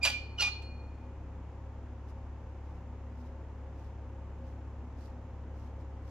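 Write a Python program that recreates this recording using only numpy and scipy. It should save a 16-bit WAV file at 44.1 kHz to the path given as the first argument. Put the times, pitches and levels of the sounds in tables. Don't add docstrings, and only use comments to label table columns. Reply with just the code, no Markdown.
import sys
import numpy as np
from scipy import signal
from scipy.fft import rfft, irfft, next_fast_len
from scipy.io import wavfile
from scipy.ndimage import map_coordinates

SR = 44100
rng = np.random.default_rng(int(sys.argv[2]) if len(sys.argv) > 2 else 0)


def dump_mix(stems):
    frames = np.atleast_2d(stems).T
    limited = np.clip(frames, -1, 1)
    pcm = np.round(limited * 32767).astype(np.int16)
    wavfile.write(sys.argv[1], SR, pcm)


N = 269010
T = np.arange(N) / SR
RING = int(1.5 * SR)


def amp(db):
    return 10 ** (np.asarray(db) / 20)


def unit(x):
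    return x / np.sqrt(np.mean(x ** 2) + 1e-20)


def along(points, hz):
    point_hz, value = np.transpose(points)
    return np.interp(np.log(hz + 1), np.log(point_hz + 1), value)


def fade(t, t60):
    return np.exp(-np.log(1000) * np.maximum(t, 0) / t60)


def pan(db):
    return amp(np.array([[.5], [-.5]]) * db)


def wobble(rate, size=N):
    knots = rng.standard_normal(size // 20 + 4)
    return map_coordinates(knots, [T[:size] * min(rate, 2000)])


def filtered(x, response):
    n = x.shape[-1]
    padded = next_fast_len(n + SR // 4, True)
    spectrum = rfft(x, padded) * response(np.fft.rfftfreq(padded, 1 / SR))
    return irfft(spectrum, padded)[..., :n]


def noise(spectrum, channels=1, size=N):
    white = rng.standard_normal((channels, size))
    return unit(filtered(white, lambda hz: amp(along(spectrum, hz))))


def engine(firing_hz=34.9, rush_db=-51.5, throb=0.058, unsteady_db=0.5):
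    # multiple of the firing rate, level_db
    exhaust = [(1, -59.5), (2, -44.5), (3, -51.5), (7, -68)]
    # pitch_hz, width_hz (waver knots a second), level_db
    belt_and_fan = [(165.4, 4, -65.5), (243.4, 14, -61.5), (498, 8, -71), (535.4, 18, -64.5),
                    (790, 51, -76), (898, 14, -70.5)]
    # freq_hz, relative level_db per Hz
    rush_colour = [(20, -8.5), (45, 6), (85, 0), (130, -3), (190, -6.5), (260, -2), (420, -8), (620, -12),
                   (900, -10), (1300, -18.5), (2700, -28.5), (4200, -39.5), (7000, -39), (8000, -50),
                   (10500, -55.5), (12500, -52.5), (13500, -66)]
    # freq_hz, correlation (0 to 1)
    likeness = [(60, 0.98), (300, 1), (700, 0.93), (1300, 0.85), (2400, 0.46), (4400, 0.27), (8000, 0)]
    # freq_hz, left_over_right_db
    lean = [(60, 1), (2400, 0), (4400, -2.5), (8000, -3.5), (15000, -7)]

    phase = 2 * np.pi * np.cumsum(firing_hz * (1 + 0.0034 * wobble(3.074))) / SR
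    hum = 0
    for multiple, db in exhaust:
        level = amp(db + unsteady_db * wobble(4.9)) * np.sqrt(2)
        hum = hum + level * np.sin(multiple * phase + rng.uniform(0, 2 * np.pi))

    whirr = 0
    for hz, width, db in belt_and_fan:
        angle = 2 * np.pi * hz * T
        whirr = whirr + amp(db) * unit(wobble(width) * np.sin(angle) + wobble(width) * np.cos(angle))

    def mid_side_gains(hz):
        turn = np.arccos(np.clip(along(likeness, hz), -1, 1)) / 2
        return np.array([np.cos(turn), np.sin(turn)])

    mid, side = filtered(noise(rush_colour, channels=2), mid_side_gains)
    rush = amp(rush_db) * unit(np.array([mid + side, mid - side])) * (1 + throb * np.sin(phase))
    return filtered(hum + whirr + rush, lambda hz: pan(along(lean, hz)))


def steps(step_s=0.071, crunch_s=0.018, grit_db=3.0, clump_db=2.0):
    # peak_s, level_db
    boots = [(2.72, -78.5), (3.24, -76.5), (3.83, -75.5), (4.48, -78), (5.045, -72), (5.62, -74.5),
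             (6.09, -71.5)]
    # peak_s, level_db
    crunches = [(2.098, -70), (5.014, -75.5), (5.812, -75)]
    # freq_hz, relative level_db per Hz
    stone_colour = [(800, -18), (2800, 2), (5500, 4), (8000, -7.5), (11000, -10.5), (13500, -9.5),
                    (16000, -19)]

    def swells(rows, width_s):
        return sum(amp(db) * np.exp(-((T - s) / width_s) ** 2) for s, db in rows)

    weight = swells(boots, step_s) + swells(crunches, crunch_s)
    unevenness = amp(grit_db * wobble(900) + clump_db * wobble(45))
    return pan(-4.5) * weight * unit(noise(stone_colour, channels=2) * unevenness)


def trees(x, wet_db):
    # freq_hz, t60_s
    tail_decay = [(500, 0.36), (2500, 0.43), (5000, .39), (9000, 0.26), (14000, .22)]
    hz, t, z = signal.stft(rng.standard_normal((2, SR)), SR, nperseg=256)
    decayed = z * fade(t, along(tail_decay, hz)[:, None])
    tail = signal.istft(decayed, SR, nperseg=256)[1]
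    tail = tail / np.linalg.norm(tail[0])
    return amp(wet_db) * signal.fftconvolve(x, tail, axes=1)[:, :x.shape[1]]


def sliding(t, hold_s=0.01186, t60_s=0.2096):
    # full_speed_s, rise_s, level_db
    slides = [(0.051, 0.043, -38), (.398, 0.03, -43.5)]
    rub = 0
    for s, rise, db in slides:
        gathering = np.clip(1 + (t - s) / rise, 0, 1) ** 2
        rub = rub + amp(db) * gathering * fade(t - s - hold_s, t60_s)
    return rub


def contacts(count=6, first_gap_s=.0063, widen=1.22, uneven=.12, knock_follows=0.69):
    # start_s, level_db, knock_db and ring_db (both relative to level_db),
    # loss_db per bounce, bolt position (0 drawn to 1 let go)
    blows = [(.032, -38.5, -16, 2, 13, 0.086), (0.0507, -24, -0.5, -1.5, 3.3, 0.018),
             (.408, -32.5, -10, -2, 8, 0.49), (.4213, -30, -0.5, 0, 2.5, 0.88),
             (.474, -43.5, 9, -2, 9.5, 0.87), (.620, -59, -15, -5, 5, .4)]
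    rows, bounce = [], np.arange(count)
    for s, db, knock_db, bars_db, loss_db, position in blows:
        gaps = first_gap_s * widen ** bounce * np.exp(uneven * rng.standard_normal(count))
        times = s + np.cumsum(gaps) - gaps
        lost_db = loss_db * bounce
        knocks = db + knock_db - knock_follows * lost_db
        rows += zip(times, db - lost_db, knocks, db + bars_db - lost_db, [position] * count)
    return np.array(rows)


def ringing(modes, blows, scatter_db, flutter, flutter_rate=90):
    out, t = np.zeros((2, RING)), T[:RING]
    s, db, position = np.transpose(blows)
    for hz, drawn_db, free_db, t60 in modes:
        mode_db = drawn_db + position * (free_db - drawn_db)
        size = amp(db + mode_db + scatter_db * rng.standard_normal(len(s)))
        struck = np.bincount((s * SR).astype(int), size ** 2, RING)
        energy = signal.lfilter([1], [1, -fade(1 / SR, t60) ** 2], struck)
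        knots = rng.standard_normal((3, 200)) + 1j * rng.standard_normal((3, 200))
        left, right, both = (np.interp(t * flutter_rate, np.arange(len(k)), k) for k in knots)
        beats = (1 + flutter * (both + np.array([left, right]) / 2)) / np.sqrt(1 + 2 * flutter ** 2)
        carrier = np.exp(2j * np.pi * (hz * t + rng.random()))
        out += np.sqrt(energy) * np.real(beats * carrier)
    return out


def clanks(ring_db=-11, tube_db=-13.0, grit_db=2.5, crack_t60_s=.08):
    # pitch_hz, drawn_db, let_go_db, t60_s
    bar_modes = [(2392, 0.5, -20.5, .58), (2440, -9.5, -9.5, 1.32), (2440, -8, -16.5, 0.292),
                 (2720, -23, -28, 0.32), (2833, -23.5, -9, 0.66), (2970, -16, -15.5, 0.58),
                 (3035, -4, -18, .4), (3320, -9.5, -23.5, 0.2), (3510, -20.5, -16.5, 0.36),
                 (4268, -13.5, -3.5, 0.81), (4470, -13, -18, 0.48), (4750, -7.5, -26.5, .38),
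                 (4745, -11, -13, 0.425), (5200, -21.5, -21, .38), (7240, -20, -30, 0.45)]
    # pitch_hz, drawn_db, let_go_db, t60_s
    frame_modes = [(558, -5, -23, 0.083), (686, -3, -21, 0.084), (790, -0.5, 3, 0.068),
                   (835, -2.5, 0, 0.082), (1010, -13.5, -15, 0.081), (1160, -5.5, 0.5, .11),
                   (1260, -10, -6, 0.11), (1471, -3, -6, 0.11), (1710, -1.5, -21, 0.07),
                   (1967, -4.5, -6.5, .1)]
    # freq_hz, relative level_db per Hz
    hard_colour = [(350, -41), (550, -10.5), (1700, -7.5), (2100, -8.5), (2700, 4), (3400, -2.5),
                   (4900, -4), (6200, -8.5), (8000, -12), (10500, -20), (13000, -19.5), (16000, -32.5)]
    # freq_hz, relative level_db per Hz
    soft_colour = [(400, -45), (800, -14.5), (1800, -16), (2700, 0.5), (3300, -5.5), (3700, -0.5),
                   (5000, -5), (6200, -8), (7500, -20), (8600, -17), (9300, -31.5), (13000, -27.5),
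                   (16000, -44.5)]
    # freq_hz, relative level_db per Hz
    scrape_colour = [(400, -34.5), (700, 3.5), (1800, -4), (2800, 0), (3900, 3.5), (5500, 4.5), (8500, -17),
                     (10000, -32), (13000, -12), (16000, -41.5)]

    hard, soft, t = np.zeros(RING), np.zeros(RING), T[:RING]
    times, crack_db, knock_db, bars_db, positions = contacts().T
    crack_fade = fade(T[:SR // 2], crack_t60_s)
    for s, db, position in zip(times, crack_db, positions):
        energy = soft if position > .5 else hard
        energy[round(s * SR):][:SR // 2] += (amp(db) * crack_fade) ** 2
    crack = np.sqrt(hard) * noise(hard_colour, size=RING) + np.sqrt(soft) * noise(soft_colour, size=RING)
    scrape = sliding(t) * noise(scrape_colour, size=RING)
    chatter = unit(amp(grit_db * wobble(700, size=RING)))

    bar_blows = np.c_[times, bars_db + ring_db, positions]
    frame_blows = np.c_[times, knock_db + tube_db, positions]
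    bars = ringing(bar_modes, bar_blows, scatter_db=1.5, flutter=0.6)
    frame = ringing(frame_modes, frame_blows, scatter_db=2.1, flutter=0.83)
    return pan(-2.5) * chatter * (crack + scrape) + pan(-2) * bars + pan(1.15) * frame


def squeaks(octave_db=4.5, release_lengths=2.07, waver=0.0027, catch_waver=.012, rasp_db=0.5,
            pan_db=-3, overtone_pan_db=-9, rise_s=0.013, sharp=.02, settle_s=0.0063):
    # start_s, length_s before release, settled pitch_hz, level_db
    slips = [(.010, 0.0092, 2430, -36), (.021, 0.024, 2386, -27.5), (.063, 0.016, 2417, -28.5),
             (.124, 0.049, 2395, -39.5), (.377, .011, 2937, -30.5), (.388, 0.02, 1400, -42),
             (.388, 0.037, 4266, -37), (.390, 0.02, 2837, -29), (.402, 0.027, 4840, -35.5),
             (0.414, 0.065, 2431, -30), (0.51, 0.024, 4268, -44)]
    # squeak level_db, change per overtone_db
    brightness = [(-30, -40), (-29.5, -21), (-28, -8)]

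    out, t = np.zeros((2, RING)), T[:SR // 4]
    loose = np.exp(-t / settle_s)
    for start, length, hz, db in slips:
        unsteady = (waver + catch_waver * loose) * wobble(540, size=len(t))
        pitch = hz * (1 + sharp * loose + unsteady)
        phase = 2 * np.pi * np.cumsum(pitch) / SR
        swell = np.clip(t / rise_s, 0, 1) ** 2 * fade(t - length, release_lengths * length)
        grip = amp(db + rasp_db * wobble(250, size=len(t))) * np.sqrt(2)
        fall_db = np.interp(db, *np.transpose(brightness))
        for k in np.arange(6):
            level = amp(k * fall_db + octave_db * (k == 1)) * grip * swell ** (1 + k / 2)
            partial = level * np.sin((k + 1) * phase)
            out[:, round(start * SR):][:, :len(t)] += pan(overtone_pan_db if k else pan_db) * partial
    return out


def scene():
    # freq_hz, lag_radians
    ear_lag = [(100, 0.18), (1000, .3), (2400, 0.8), (3000, 0.98), (4800, 1.32), (7000, 1.61), (14000, 2.1)]
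    squeak, clank = squeaks(), clanks()
    ears = np.array([[-1], [1]])
    direct = filtered(squeak + clank, lambda hz: np.exp(.5j * along(ear_lag, hz) * ears))
    out = engine() + steps()
    out[:, :RING] += direct + trees(clank, wet_db=-8.0) + trees(squeak, wet_db=-13.5)
    return out


def record(dry, top_hz=15500):
    return filtered(dry, lambda hz: hz < top_hz)


dry = scene()
out = record(dry)
dump_mix(out)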